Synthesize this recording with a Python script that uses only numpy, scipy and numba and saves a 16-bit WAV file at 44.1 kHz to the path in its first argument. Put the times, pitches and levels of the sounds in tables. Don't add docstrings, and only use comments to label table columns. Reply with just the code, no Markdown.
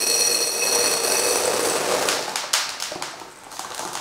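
import sys
import numpy as np
from scipy import signal
from scipy.fft import rfft, irfft, next_fast_len
from scipy.io import wavfile
from scipy.ndimage import uniform_filter1d
from numba import njit

SR = 44100
rng = np.random.default_rng(int(sys.argv[2]) if len(sys.argv) > 2 else 0)


def volts_from_db(level):
    exponent = np.asarray(level, float) / 20
    return 10 ** exponent


def to_wav(s):
    ch = np.atleast_2d(s).T
    pcm = np.round(np.clip(ch, -1, 1) * 32767)
    wavfile.write(sys.argv[1], SR, pcm.astype(np.int16))


N = 176796
T = np.arange(N) / SR


def rms_one(x):
    return x / np.sqrt(np.mean(x ** 2) + 1e-20)


def in_time(rows):
    s, *columns = np.transpose(rows)
    times = [s[0] - .05, *s, s[-1] + .05]
    return [np.interp(T, times, [-90, *c, -90]) for c in columns]


def at_hz(points, hz):
    points = np.array(points)
    return np.interp(np.log(hz), np.log(points[:, 0]), points[:, 1])


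def colour(x, spectrum):
    log_gain = np.log(volts_from_db(at_hz(spectrum, np.linspace(1, SR / 2, 4097))))
    folded = irfft(log_gain) * np.r_[1, np.full(4095, 2.), 1, np.zeros(4095)]
    impulse = irfft(np.exp(rfft(folded)))
    return rms_one(signal.fftconvolve(x, impulse)[:N])


def band(x, low_hz, high_hz):
    return signal.sosfilt(signal.butter(2, [low_hz, high_hz], "band", fs=SR, output="sos"), x)


def grains(per_s, spread_db, clump_db):
    drift = uniform_filter1d(rng.standard_normal(N), size=500)
    clumps = rms_one(uniform_filter1d(drift, size=500))
    sizes = volts_from_db(spread_db * np.minimum(rng.exponential(1, N), 4)) * rng.choice([-1, 1], N)
    return sizes * (rng.random(N) < per_s * volts_from_db(clump_db * clumps) / SR)


@njit
def ring(clicks, pole, turn):
    out = np.zeros(len(clicks))
    for i in range(2, len(clicks)):
        fed_back = pole[i] * (2 * np.cos(turn[i]) * out[i - 1] - pole[i] * out[i - 2])
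        out[i] = np.sin(turn[i]) * clicks[i] + fed_back
    return out


def mode(clicks, hz, width_hz):
    out, end = np.zeros(N), 110000
    struck = clicks[:end] * rng.standard_normal(end) + 1e-18
    pole = np.exp(-np.pi * (width_hz + out)[:end] / SR)
    turn = 2 * np.pi * (hz + out)[:end] / SR
    out[:end] = ring(struck, pole, turn)
    return out


def glass_wall(beans):
    # mode in Hz, width in Hz, level in dB, pitch rise when buried (0-1), time the heap buries it in seconds
    wall_modes = [(1900, 70, -15, .01, 1.8), (2570, 22, -5, .001, 1.9), (6150, 90, -17, .02, 1.2),
                  (4230, 90, -11, .01, 1.2), (4298, 32, -1.5, .028, 1.4), (4342, 38, -2.5, .04, 1.3),
                  (5612, 55, -7, .02, 1.2), (5760, 45, 1, .024, 1.35), (5830, 120, -10, .035, 1.2),
                  (7970, 50, -11, .003, 2.1), (8045, 40, -8, .001, 2.15), (8100, 40, -8, .001, 2.15),
                  (9150, 40, -13, .012, 1.5), (9228, 30, -4, .014, 1.7), (9495, 60, -8, .008, 1.8),
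                  (9925, 35, -15, .008, 1.6)]
    # mode in Hz, width in Hz, level in dB
    high_modes = [(10750, 120, -22), (11100, 50, -17), (11500, 55, -13), (11930, 70, -16), (12200, 40, -21),
                  (13100, 50, -21), (13400, 80, -26), (13750, 70, -28), (14300, 150, -30), (14700, 70, -30),
                  (15200, 120, -31)]
    high_rise, high_buried_s = .006, 1.5
    out = np.zeros((2, N))
    rows = list(wall_modes) + [(*row, high_rise, high_buried_s) for row in high_modes]
    for hz, width_hz, level_db, rise, buried_s in rows:
        damping = 1 + (T / buried_s) ** 5
        pitch_hz = hz * (1 + rise * np.minimum(T / buried_s, 1.2) ** 3)
        ringing = mode(beans / damping ** .3, pitch_hz, width_hz * np.minimum(damping, 12))
        out[int(hz > 7000)] += volts_from_db(level_db) * np.sqrt(width_hz) * ringing
    return out / np.std(out[:, T < 1], axis=1, keepdims=True)


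def glass_ticks(tumble):
    # frequency in Hz, level in dB per Hz
    tick_spectrum = [(700, -38.5), (1200, -13.5), (2200, -16), (3200, -20.5), (4300, -15), (5800, -7.5),
                     (7100, -17), (9500, -10), (12500, -21), (15500, -20), (16500, -33)]
    return colour(tumble * rng.standard_normal(N), tick_spectrum)


def jar_air(beans, fill):
    # mode in Hz, width in Hz, level in dB, pitch rise when full (0-1)
    air_modes = [(190, 69, -26.5, .01), (379, 25, -5.5, 0), (470, 47.5, 4, .04), (598, 123, -2, 0.12),
                 (790, 220, -3, 0.22), (1165, 180, -5.5, 0)]
    air = np.zeros(N)
    for hz, width_hz, level_db, rise in air_modes:
        ringing = mode(beans, hz * (1 + rise * fill), width_hz * (1 + 2.0 * fill ** 6))
        air += volts_from_db(level_db) * np.sqrt(width_hz) * ringing
    return rms_one(band(air, 226, 3400))


def heap_clatter(tumble):
    # frequency in Hz, level in dB per Hz
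    clatter_spectrum = [(35, -77), (60, -17), (334, -16), (475, 0), (2190, -11), (2580, -11), (3110, -15),
                        (4030, -11), (7960, -14.5), (15400, -32), (16500, -56)]
    landings = rms_one(tumble * rng.standard_normal(N))
    shifting = rms_one(grains(5000.0, spread_db=7.5, clump_db=-0.5))
    return colour(landings + 0.52 * shifting, clatter_spectrum)


def pour():
    # time in seconds, flow in dB, aim at the glass wall in dB
    stream = [(0.0, 5, -2), (0.05, 1, -1), (0.09, 1, 0), (0.32, 1, 0), (0.47, -3, 0), (0.5, -6, 0),
              (0.6, -2, 0), (0.64, 1, -1), (0.92, 1, 0), (1.0, -4, -2), (1.04, -1, 2), (1.36, 0, 2),
              (1.44, -1, -5), (1.66, 1, 0), (1.77, -1, -4), (1.96, 2, -10), (2.08, -1, 0), (2.34, -18, -9)]
    full_s, heap_forms_s, heap_spread_s = 2.17, 0.67, 0.15
    flow_db, aim_db = in_time(stream)
    beans = grains(1500.0, spread_db=3.0, clump_db=1.5)
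    tumble = np.sqrt(np.abs(signal.lfilter([1], [1, -.975], beans ** 2)))
    fill = np.minimum(T / full_s, 1)

    upper_db = -27 + flow_db + aim_db - 1.0 * fill ** 3
    lower_db = -24.4 + flow_db + aim_db - 6 * fill ** 3
    air_db = -32.8 + flow_db + 8.3 * fill
    heap_db = -36.5 + 8 + 0.6 * flow_db - .2 * aim_db
    stops = np.clip((stream[-1][0] + .05 - T) / .05, 0, 1)
    heap = stops / (1 + np.exp((heap_forms_s - T) / heap_spread_s))

    lower, upper = glass_wall(beans)
    glass = volts_from_db(lower_db - 0.05) * lower + volts_from_db(upper_db - 1.5) * upper
    ticks = volts_from_db(upper_db - 4.5) * glass_ticks(tumble)
    air = volts_from_db(air_db - 2.5) * jar_air(beans, fill)
    return glass + ticks + air + volts_from_db(heap_db) * heap * heap_clatter(tumble)


def kitchen(x):
    # frequency in Hz, reverberation time t60 in seconds
    decay = [(200, 0.87), (700, 0.42), (1500, 0.66), (4000, 0.68), (8000, 0.43), (11000, 0.36),
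             (15000, 0.44)]
    t, edges, tail = T[:SR], 100 * 2 ** np.arange(0, 7.6, .5), 0
    white = rng.standard_normal((2, SR))
    for k, (low, high) in enumerate(zip(edges, edges[1:])):
        t60 = at_hz(decay, np.sqrt(low * high))
        tail = tail + band(white[k % 2], low, high) * volts_from_db(-60 * t / t60)
    tail = tail * np.clip((t - .003) / 0.0055, 0, 1)
    return signal.fftconvolve(x, tail / np.sqrt(np.sum(tail ** 2)))[:N]


def hush():
    # frequency in Hz, level in dB per Hz
    hush_spectrum = [(20, -12), (120, -10.5), (330, -4.5), (600, -8), (900, -7), (1900, -6), (3200, -13),
                     (8200, -17), (15600, -32)]
    return volts_from_db(-40 - 7) * colour(rng.standard_normal(N), hush_spectrum)


def chinks():
    # start in seconds, peak in dB, tone in Hz, width in Hz
    clear_beans = [
        (0.211, -25, 2570, 5.6),
        (0.346, -32, 2570, 20),
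        (0.619, -21, 2580, 8),
        (0.664, -18, 7960, 60),
        (1.455, -13.5, 8050, 70),
        (1.456, -29, 15000, 100),
        (1.699, -14.5, 8030, 76),
        (1.726, -20.5, 8050, 55),
        (3.073, -38, 8100, 200),
        (3.112, -34.5, 8050, 75),
    ]
    # start in seconds, peak in dB, tone in Hz
    settling = [
        (3.304, -37, 8300),
        (3.314, -38, 8000),
        (3.323, -35, 8500),
        (3.328, -35, 7700),
        (3.36, -34, 7800),
        (3.373, -35, 8600),
        (3.388, -32, 8200),
        (3.444, -31, 8040),
    ]
    settling_width_hz = 270
    out, age = np.zeros(N + 8000), np.arange(8000) / SR
    rows = list(clear_beans) + [(*row, settling_width_hz) for row in settling]
    for s, peak_db, hz, width_hz in rows:
        tone = np.sin(2 * np.pi * hz * age) * np.exp(-np.pi * width_hz * age)
        burst = rng.standard_normal(8000) * np.exp(-age / 0.0011)
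        tick = band(burst, 0.79 * hz, min(1.6 * hz, 16000))
        out[round(s * SR):][:8000] += volts_from_db(peak_db) * (tone + .3 * tick)
    return out[:N]


def knocks():
    # start in seconds, peak in dB, jar tone in Hz, jar minus table in dB
    bumps = [(1.668, -21, 520, 12), (1.965, -19, 620, 13), (2.169, -26, 727, 7), (2.189, -26, 640, 12),
             (2.279, -25, 823, 15), (2.432, -33, 853, 16), (2.441, -33, 580, 17.5), (2.918, -24, 620, 14),
             (2.956, -19, 750, 3), (3.012, -34, 850, 14), (3.029, -30, 664, 5), (3.138, -38, 713, 19),
             (3.214, -26, 900, 6), (3.466, -36, 800, 14), (3.592, -30, 770, 7), (3.646, -34, 1100, 21),
             (3.807, -33, 720, 13), (3.83, -27, 700, 9), (3.85, -20, 870, 4), (3.873, -32, 900, -2),
             (3.951, -30, 851, 15.5), (3.972, -31, 820, 13)]
    table_hz = 345
    out, age = np.zeros(N + 8000), np.arange(8000) / SR
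    turn = 2 * np.pi * age
    table = np.sin(turn * table_hz) + 0.36 * np.sin(0.514 * turn * table_hz)
    push = 1 - np.exp(-age / 0.0023)
    for s, peak_db, jar_hz, jar_db in bumps:
        t60 = 0.052 - 0.0009 * jar_db
        jar = np.sin(turn * jar_hz) + .4 * np.sin(1.41 * turn * jar_hz)
        jar = volts_from_db(jar_db - 40 * age / t60) * jar
        out[round(s * SR):][:8000] += volts_from_db(peak_db - 1.0 - 60 * age / t60) * push * (table + jar)
    return out[:N]


def snap_rows():
    # start in seconds, peak in dB, low part in dB, top part in dB
    shaken = [(2.0248, -13, 5, -18), (2.0867, -3, -12, -25), (2.1274, -13.5, 0, -25),
              (2.2254, -16.5, -21, -28), (2.2802, -27, 10.5, -22), (2.2944, -20, -19, -13),
              (2.357, -6, -7.5, -22), (2.3728, -18, -16, -30), (2.4394, -27, 12.5, -34),
              (2.5322, -9.5, -14, -16), (2.5371, 0, -8.5, -20), (2.5447, -19, -17, -33.5),
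              (2.5524, -13, -6, -14), (2.6918, -14, -5, -21), (2.7024, -18, -11, -26),
              (2.8005, -15.5, -8, -49.5), (2.8054, -20, -32, -8), (2.8235, -9, -10, -18),
              (2.8385, -16, -30, -33), (2.9194, -23, 2, -22), (2.9517, -24, -23, -25),
              (3.023, -11.5, -2, -24), (3.1986, -24, -8, -14), (3.2154, -36, 8, -21)]
    # start in seconds, peak in dB, centre in Hz
    creases = [(3.4351, -32, 7900), (3.4734, -39, 5030), (3.5054, -43, 8160), (3.5164, -26, 9000),
               (3.5259, -26.5, 8200), (3.5673, -23.5, 4100), (3.5932, -15, 6700), (3.6464, -26, 6100),
               (3.7035, -24, 4470), (3.7194, -21, 3650), (3.7464, -18, 8500), (3.7788, -19.5, 6400),
               (3.7928, -15.5, 6240), (3.8511, -19, 5770), (3.8751, -20, 7150), (3.931, -18.5, 8200),
               (3.9524, -14, 5700), (3.9729, -17, 3800)]
    snap_hz, crease_ms, crease_low_db = 4600, 2.4, -3
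    rows = []
    for s, db, low_db, top_db in shaken:
        rows.append((s, db, low_db, top_db, 3.1 + 0.05 * db, snap_hz))
    for s, db, hz in creases:
        top_db = -21 + 7 * np.log2(hz / snap_hz)
        rows.append((s, db, crease_low_db, top_db, crease_ms, hz))
    return rows


def snaps():
    out, t = np.zeros((2, N + 2000)), np.arange(2000) / SR
    for s, peak_db, low_db, top_db, length_ms, hz in snap_rows():
        bursts = rng.standard_normal((3, 2000)) * np.exp(-(t * 1000 / max(length_ms, .3) / 1.4) ** 3)
        click = (t == 0) * np.sqrt(np.mean(np.sum(bursts ** 2, axis=1)))
        middle, body, top = [np.array([burst, click]) for burst in bursts]
        middle = band(middle, hz / 1.21, hz * 1.28) + 2.3 * band(middle, hz / 3.0, min(1.95 * hz, 11000))
        middle = band(middle, 500, 10500)
        body = -band(band(body, 600, 1450), 450, 3000)
        top = band(top, 9500, 18000)
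        middle, body, top = [part / np.sqrt(np.sum(part[1] ** 2)) for part in (middle, body, top)]
        scale = volts_from_db(peak_db - 9.5) * np.sqrt(length_ms * SR / 1000)
        out[:, round(s * SR):][:, :2000] += scale * (middle + volts_from_db(low_db) * body + volts_from_db(top_db) * top)
    return out[:, :N]


def rustle():
    # time in seconds, level in dB
    rubbing = [
        (2.3, -37),
        (2.514, -45),
        (2.646, -41),
        (3.05, -42.5),
        (3.208, -42),
        (3.37, -45),
        (3.588, -40.5),
        (3.82, -33),
        (4.009, -43),
    ]
    # time in seconds, crackle in dB
    crackling = [
        (3.15, -61),
        (3.5, -67),
        (3.508, -51),
        (3.57, -46),
        (3.69, -56),
        (3.82, -47),
        (3.91, -60),
        (3.94, -46),
        (4.01, -70),
    ]
    # frequency in Hz, level in dB per Hz
    rub_spectrum = [(35, -60), (60, -17), (135, -14.5), (308, -7.5), (342, -6.5), (560, -4), (852, 0),
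                    (1250, -5.5), (2400, -30), (4000, -45), (5200, -61), (8800, -120)]
    crackle_spectrum = [(1500, -16), (2500, -20), (4000, 2.5), (6500, 5), (9000, -4), (12000, -7),
                        (16000, -13), (17500, -32)]
    rub = colour(grains(600.0, spread_db=3.5, clump_db=4.5), rub_spectrum)
    crackle = colour(grains(3000.0, spread_db=0.5, clump_db=3.5), crackle_spectrum)
    return volts_from_db(in_time(rubbing)[0] - 3.0) * rub + volts_from_db(in_time(crackling)[0] + 5.5) * crackle


def scene():
    stream = pour() + chinks() + rustle()
    knock = knocks()
    snap, snap_to_walls = snaps()
    wet = kitchen(volts_from_db(-6.5) * stream + volts_from_db(0.3) * snap_to_walls + volts_from_db(-4.0) * knock)
    return (stream + snap + knock + wet + hush())[None]


def top_cut(x):
    return signal.sosfilt(signal.butter(12, 16820, fs=SR, output="sos"), x)


def record(dry):
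    dry = dry / (1 + np.abs(dry / .92) ** 6) ** (1 / 6)
    size = next_fast_len(N)
    hz = np.arange(size // 2 + 1) * SR / size
    top = irfft(rfft(dry, size) * np.clip((hz - 15700) / 120, 0, 1), size)[:, :N]
    power = np.diff(dry, prepend=0) ** 2
    now = uniform_filter1d(power, size=128)
    before = uniform_filter1d(power, size=1023, origin=511)
    sharp = (now > volts_from_db(24) * np.roll(before, 128)) & (now > volts_from_db(-58))
    passed = uniform_filter1d(uniform_filter1d(1. * sharp, size=200), size=200)
    kept = rfft(dry - top * (1 - passed), size) * np.clip((16950 - hz) / 600, 0, 1)
    return top_cut(irfft(kept, size)[:, :N])


dry = scene()
out = record(dry)
to_wav(out)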